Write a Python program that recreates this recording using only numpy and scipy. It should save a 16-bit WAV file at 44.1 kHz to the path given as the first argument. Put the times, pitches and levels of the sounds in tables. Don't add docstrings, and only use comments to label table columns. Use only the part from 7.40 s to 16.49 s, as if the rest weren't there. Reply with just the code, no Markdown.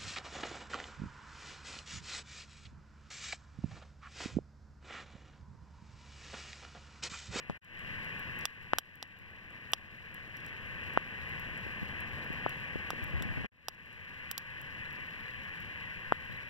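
import sys
import numpy as np
from scipy import signal
from scipy.fft import rfft, irfft, next_fast_len
from scipy.io import wavfile
from scipy.ndimage import uniform_filter1d

SR = 44100
rng = np.random.default_rng(int(sys.argv[2]) if len(sys.argv) > 2 else 0)


def int16_out(signal):
    q = np.round(np.clip(np.atleast_2d(signal).T, -1, 1) * 32767)
    wavfile.write(sys.argv[1], SR, q.astype(np.int16))


N = 400869
TIME = np.arange(N) / SR

# start in seconds, relative level in dB, then the EQ in dB for woody body,
# knock, bright edge and top, then ring pitch in Hz, ring level in dB, tearing level in dB.
SNAPS = [(0.2468, -72, -6, -6, 6, 0, 5500, 0, 1), (0.3922, -63, -8, -8, -1, -2, 7900, 0, 0),
         (0.6461, -63, -8, -8, 2, 0, 5100, 0, -4), (1.0105, -50, -10, -8, -10, -12, 5100, -6, -0.5),
         (1.0547, -21.5, -11, -5, -11, -15.5, 2820, -3.5, -1.5),
         (1.385, -22.5, -4.5, -0.5, -8, -6, 3240, -1, -1), (1.6272, -34.5, -0.5, -3, -14, -19, 4100, 2, -3),
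         (2.3345, -20.5, -1.5, 0, -12, -19, 3050, 5, -1.5), (2.9695, -55, -5, -8, -5, 3, 5500, 2, 1),
         (3.0641, -55, -10, -3, 0.5, -2, 4900, 1, -4), (5.0938, -52, 6, 2, -2, 3, 10700, -1, -4),
         (5.5048, -33, 6.5, 9.5, -9.5, -9, 2600, 3, -8), (5.8234, -41.5, -1, 8, -2.5, -6, 3350, 7.5, 3),
         (6.2844, -30, 2.5, -2.5, -10, -7, 4800, 3.5, -2.5), (6.9134, -31.5, -9, -8, -5, 3, 2230, -9, -2),
         (6.9793, -34, -2, -6, -2.5, 3, 4400, 8.5, 7)]
def snaps(gain_db=27, tear_s=0.001):
    ports = np.zeros((2, N))
    shade = response([(2000, -1.5), (10000, -15)])
    for at_s, db, body_db, knock_db, edge_db, top_db, ring_hz, ring_db, tear_db in SNAPS:
        wood = response([(150, body_db - 14.5), (650, body_db), (1400, knock_db), (2050, -4),
                         (2900, -1.5), (4400, -4), (5700, -2.5), (7200, edge_db), (8900, edge_db - 3),
                         (10000, edge_db + 0.5), (15000, top_db)])
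        crack = np.convolve(fracture(tear_s, tear_db), wood)
        crack = undb(db + gain_db) * ringing(crack, ring_hz, ring_db, q=6.5)
        add(ports[1], crack, at_s)
        add(ports[0], np.convolve(crack, shade), at_s)
    return ports


def fracture(tear_s, tear_db, fibre_hz=2500, echo_s=0.0026, echo_db=-13, size=2048):
    t = np.arange(size) / SR
    push = np.zeros(size)
    push[0] = 1
    highpass = signal.butter(1, fibre_hz, "high", fs=SR)
    tear, bounce = (0, tear_db, tear_s), (echo_s, -15, 0.0028)
    scatter, tail = (0, tear_db - 17, 0.0055), (0, -23, 0.0044)
    for late_s, db, decay_s in (tear, bounce, scatter, tail):
        burst = signal.lfilter(*highpass, rng.standard_normal(size) * np.exp(-t / decay_s))
        add(push, undb(db) * burst / np.linalg.norm(burst), late_s)
    spectrum = rfft(push)
    even = irfft(spectrum / np.sqrt(uniform_filter1d(np.abs(spectrum) ** 2, size=41)))
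    add(even, undb(echo_db) * even, echo_s)
    return even * (1 - t / t[-1])


# centre in seconds, peak at the port in dB, corner in Hz, roll-off in dB per octave.
POPS = [(0.0985, -24, 900, 12), (0.102, -36, 300, 16), (0.107, -33.5, 400, 10), (1.3346, -7, 1850, 19.5),
        (3.5749, -5.5, 1620, 24), (4.071, -41, 450, 12), (4.267, -32, 480, 27), (4.43, -25.5, 240, 32),
        (4.905, -27.5, 290, 22), (5.0635, -13, 1100, 22), (5.3583, -25, 453, 24), (5.534, -29.5, 450, 20),
        (5.737, -32, 348, 32), (5.81, -32, 380, 13), (6.046, -29, 400, 12), (7.588, -40, 447, 20),
        (8.723, -6, 1610, 26)]
def pops(low_hz=135, size=2048):
    ports = np.zeros((2, N))
    hz = np.fft.rfftfreq(size, 1 / SR)
    low_cut = hz ** 2 / np.hypot(hz ** 2, low_hz ** 2)
    for at_s, db, corner_hz, slope in POPS:
        exponent = slope / (10 * np.log10(2))
        band = low_cut / np.sqrt(1 + (hz / corner_hz) ** exponent)
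        puff = np.roll(irfft(-1j * band), size // 2)
        add(ports[0], undb(db) * puff / np.abs(puff).max(), at_s - size / 2 / SR)
    return ports


# start in seconds, relative level in dB, pitch in Hz.
FLAKES = [(0.795, -24, 13100), (0.9896, -20, 14700), (1.224, -39, 14000), (1.5552, -29, 14000),
          (1.788, -35, 13500), (2.1053, -39, 7000), (2.3198, -19, 12400), (2.7443, -23.5, 10900),
          (3.5366, -30, 12200), (3.8933, -30, 12000), (3.9976, -24, 12200), (4.1766, -28, 8000),
          (4.268, -34, 12000), (4.455, -39, 9000), (4.605, -25, 10000), (4.7169, -38, 14500),
          (4.8461, -29, 15200), (4.9294, -27, 14000), (5.202, -36, 10000), (5.641, -19.5, 11900),
          (5.6792, -34, 11500), (6.3472, -41, 5400), (6.46, -41, 11000), (6.5288, -36, 9000),
          (7.215, -24, 12600), (7.528, -30, 14500), (8.204, -28, 14000), (8.8525, -34, 12500),
          (8.9228, -34, 12000), (8.9717, -37, 12000)]
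def flakes(gain_db=1.5):
    ports = np.zeros((2, N))
    for at_s, db, hz in FLAKES:
        add(ports[1], undb(db + gain_db) * flake(hz), at_s)
    return ports


def flake(hz):
    tone = response([(hz / 4, -17), (hz / 1.09, -6), (hz, 0), (hz * 2, -8)])
    tick = np.convolve(fracture(tear_s=0.001, tear_db=4), tone)
    return ringing(tick, hz, ring_db=-9, q=17)


# start in seconds, relative level in dB, decay in seconds, pitch in Hz.
BUFFETS = [(0.096, -26, 0.011, 155), (1.8, -50, 0.022, 90), (4.418, -32, .014, 130),
           (5.354, -32, 0.015, 125), (5.618, -33, .024, 85), (5.67, -38, 0.045, 80),
           (5.732, -28, 0.051, 82), (5.808, -36, 0.055, 150), (5.85, -33, 0.033, 130),
           (5.885, -32, .03, 100), (5.97, -30, 0.034, 151), (8.895, -39, 0.028, 125)]
# multiple of its pitch, gain in dB.
GUST_EQ = [(.2, -34), (.55, -11), (.85, -1), (1.1, -1.5), (1.6, -8), (2.5, -20.5), (5, -30), (12, -51),
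           (40, -85)]
def buffets(attack_s=0.0024):
    ports = np.zeros((2, N))
    for at_s, db, decay_s, hz in BUFFETS:
        air = noise([(hz * multiple, gain_db) for multiple, gain_db in GUST_EQ])
        age = np.maximum(TIME - at_s, 0)
        swell = np.minimum(age / attack_s, 1) * np.exp(-np.minimum(age / decay_s, 20))
        gust = swell * air
        ports[0] += undb(db) * gust * np.linalg.norm(swell) / np.linalg.norm(gust)
    return ports


# frequency in Hz, gain in dB.
HISS_EQ = [(250, -41.5), (510, -18), (700, -18.5), (900, -13), (1140, -6.5), (1330, -20), (1480, -4),
           (1750, 3.5), (2000, 2), (2350, -1), (2780, -3), (3150, -10.5), (3600, -28), (7000, -43.5)]
def hiss(near_db=2, flutter_db=0.58, far_db=-18):
    near = noise(HISS_EQ) * undb(near_db + flutter_db * walk(25))
    return np.array([near, undb(far_db) * noise(HISS_EQ)])


# frequency in Hz, gain in dB.
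ROAR_EQ = [(20, 5), (38, -24), (60, 4.5), (90, 6.5), (150, 3.5), (220, -3.5), (340, -17.5), (520, -14.5),
           (700, -35), (1200, -26.5), (3000, -69)]
EDDY_EQ = [(20, -15.5), (40, -11), (55, 6.5), (75, 7), (110, -1.5), (160, -8.5), (230, -7), (350, -10.5),
           (700, -20.5), (3000, -59)]
def rumble(roar_db=(1.5, -0.5), eddy_db=(-9.5, -22), flutter_db=0.5):
    eddies = np.array([undb(db) * noise(EDDY_EQ) for db in eddy_db])
    roar = undb(roar_db)[:, None] * noise(ROAR_EQ)
    return undb(flutter_db * walk(30)) * (roar + eddies)


# frequency in Hz, gain in dB.
FLAP_EQ = [(100, -5.5), (220, 3), (400, -7), (800, -13), (1500, -18.5), (3000, -65)]
def flaps(breeze_db, gain_db=-6, growth=3.05, per_s=260, spread_db=0.5):
    kicks = np.zeros(N)
    when, chance, sign = rng.random((int(per_s * N / SR), 3)).T
    kick_db = -spread_db * np.log(np.maximum(chance, 0.04))
    kicks[(when * N).astype(int)] = np.sign(sign - .5) * undb(kick_db)
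    puffs = signal.fftconvolve(kicks, response(FLAP_EQ, size=2048))[:N]
    return undb(gain_db + growth * breeze_db) * unit(puffs)


# time in seconds, gain in dB.
BREEZE = [(0, -2), (0.4, -2.5), (1.1, -3), (1.8, -1.5), (2.9, -2), (3.8, -2.5), (4.9, -1.2), (5.2, -2.5),
          (6, -1), (6.4, -3), (6.9, -4), (7.2, -4), (8, -3.5), (9.09, -4.5)]
def breeze():
    return np.interp(TIME, *np.transpose(BREEZE))


def ticks(per_s=45, gain_db=-9, spread_db=4.5):
    ports = np.zeros((2, N))
    for when, chance, pitch, side in rng.random((int(per_s * N / SR), 4)):
        db = gain_db - spread_db * np.log(max(chance, 0.043))
        add(ports[int(side > .25)], undb(db) * flake(7000 * 2.1 ** pitch), when * N / SR)
    return ports


# start in seconds, pitch in Hz, peak at the port in dB, rise time in seconds.
SQUEAKS = [(3.808, 3880, -52, 0.0078), (4.431, 12400, -54, 0.003), (4.614, 3970, -55, .008),
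           (5.12, 4000, -56, .008), (7.45, 4000, -54, .008), (7.85, 4020, -57, .008),
           (8.917, 3950, -55, .012), (8.953, 3920, -53, 0.0079)]
def squeaks(waver=0.0066):
    ports = np.zeros((2, N))
    drift = 1 + waver * walk(600)
    for at_s, hz, db, rise_s in SQUEAKS:
        swell = signal.windows.hann(int(2 * rise_s * SR))
        pitch = hz * drift[int(at_s * SR):][:len(swell)]
        add(ports[1], undb(db) * swell * np.sin(2 * np.pi * np.cumsum(pitch) / SR), at_s)
    return ports


def simmer(hz=3950, gain_db=-44.5, fitful_db=5):
    whistle = noise([(hz * .9, -40), (hz * .98, 0), (hz * 1.04, 0), (hz * 1.1, -40)])
    return np.array([np.zeros(N), whistle * undb(gain_db + fitful_db * walk(45))])


# frequency in Hz, gain in dB.
HIGH_HISS_EQ = [(1000, -8.5), (4000, 13), (5500, 2.5), (7000, -1.5), (9000, -5), (12000, -1.5),
                (15500, 3.5)]
def high_hiss(port_db=(-22, -24), sputter_db=2):
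    sputter = sputter_db * walk(150)
    return np.array([undb(db + sputter) * noise(HIGH_HISS_EQ) for db in port_db])


# start in seconds, depth in dB.
DIPS = [(1.056, 10), (1.386, 9), (2.336, 4), (3.577, 3), (6.914, 4.5), (8.724, 2)]
def dips(recover_db_per_s=9.5, attack_s=0.0074):
    lost_db = np.zeros(N)
    for at_s, depth_db in DIPS:
        start = int(at_s * SR)
        lost_db[start:] = np.maximum(lost_db[start] + depth_db - recover_db_per_s * TIME[:N - start], 0)
    return -uniform_filter1d(lost_db, int(attack_s * SR) + 1)


# start, end and fade-in time in seconds, gain the bed returns to in dB.
DROPOUTS = [(0.18, 0.212, 0.32, 0.5), (6.068, 6.115, 0.94, -1.5)]
def dropouts(depth_db=-45, edge_s=0.013):
    silent = sum((TIME > start) & (TIME < end) for start, end, *_ in DROPOUTS).astype(float)
    return undb(depth_db * uniform_filter1d(silent, int(edge_s * SR) + 1))


def fades(opening_db=-9, floor=0.035):
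    db = np.full(N, float(opening_db))
    for start_s, end_s, fade_in_s, level_db in DROPOUTS:
        share = np.clip(floor + (TIME - end_s) / fade_in_s, floor, 1)
        db = np.where(TIME > (start_s + end_s) / 2, level_db + 20 * np.log10(share), db)
    return db


def undb(db):
    return 10 ** (np.asarray(db) / 20)


def unit(x):
    return x / np.sqrt(np.mean(x ** 2))


def add(track, sound, at_s):
    start = max(int(at_s * SR), 0)
    room = track[..., start:start + sound.shape[-1]]
    room += sound[..., :room.shape[-1]]


def colour(points, size):
    hz, db = np.transpose(points)
    return undb(np.interp(np.log(np.fft.rfftfreq(size, 1 / SR) + 1), np.log(hz), db))


def noise(points):
    size = next_fast_len(N, real=True)
    white = rfft(rng.standard_normal(size))
    return unit(irfft(white * colour(points, size), size)[:N])


def walk(per_s):
    hold = max(int(SR / per_s), 2)
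    steps = np.repeat(rng.standard_normal(N // hold + 1), hold)[:N]
    return unit(uniform_filter1d(uniform_filter1d(steps, hold), hold))


def response(points, size=512):
    cepstrum = irfft(np.log(colour(points, size)))
    cepstrum[1:size // 2] *= 2
    cepstrum[size // 2 + 1:] = 0
    return irfft(np.exp(rfft(cepstrum)))


def ringing(x, hz, ring_db, q):
    b, a = signal.iirpeak(min(hz, .45 * SR), q, fs=SR)
    return x + undb(ring_db) * signal.lfilter(b, a, x)


def scene(flames_db=-42, treble_db=-42, treble_follow=0.8):
    swing_db = fades() + dips()
    breeze_db = breeze()
    flames = hiss() + simmer() + undb(breeze_db) * rumble() + flaps(breeze_db)
    flames *= undb(flames_db + swing_db)
    treble = undb(treble_db + treble_follow * swing_db) * (high_hiss() + ticks())
    return flames + treble + snaps() + flakes() + pops() + buffets() + squeaks()


# frequency in Hz, gain in dB.
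CROSSFEED_EQ = [(70, -2.5), (280, -3.5), (2000, -3.5), (7000, -5), (15000, -6)]
LEFT_EQ = [(60, 1.9), (200, -1), (3000, -0.76), (6000, 0.5), (8500, -0.5), (12000, -5)]
def record(dry, lag_samples=20, top_hz=15950):
    size = next_fast_len(N + SR // 10, real=True)
    ports = rfft(dry, size)
    late = np.exp(-2j * np.pi * np.fft.rfftfreq(size) * lag_samples)
    wide = ports - colour(CROSSFEED_EQ, size) * late * ports[::-1]
    wide[0] *= colour(LEFT_EQ, size)
    sound = irfft(wide, size)[:, :N] * dropouts()
    return signal.sosfilt(signal.ellip(10, .2, 70, top_hz, fs=SR, output="sos"), sound)


dry = scene()
out = record(dry)
int16_out(out)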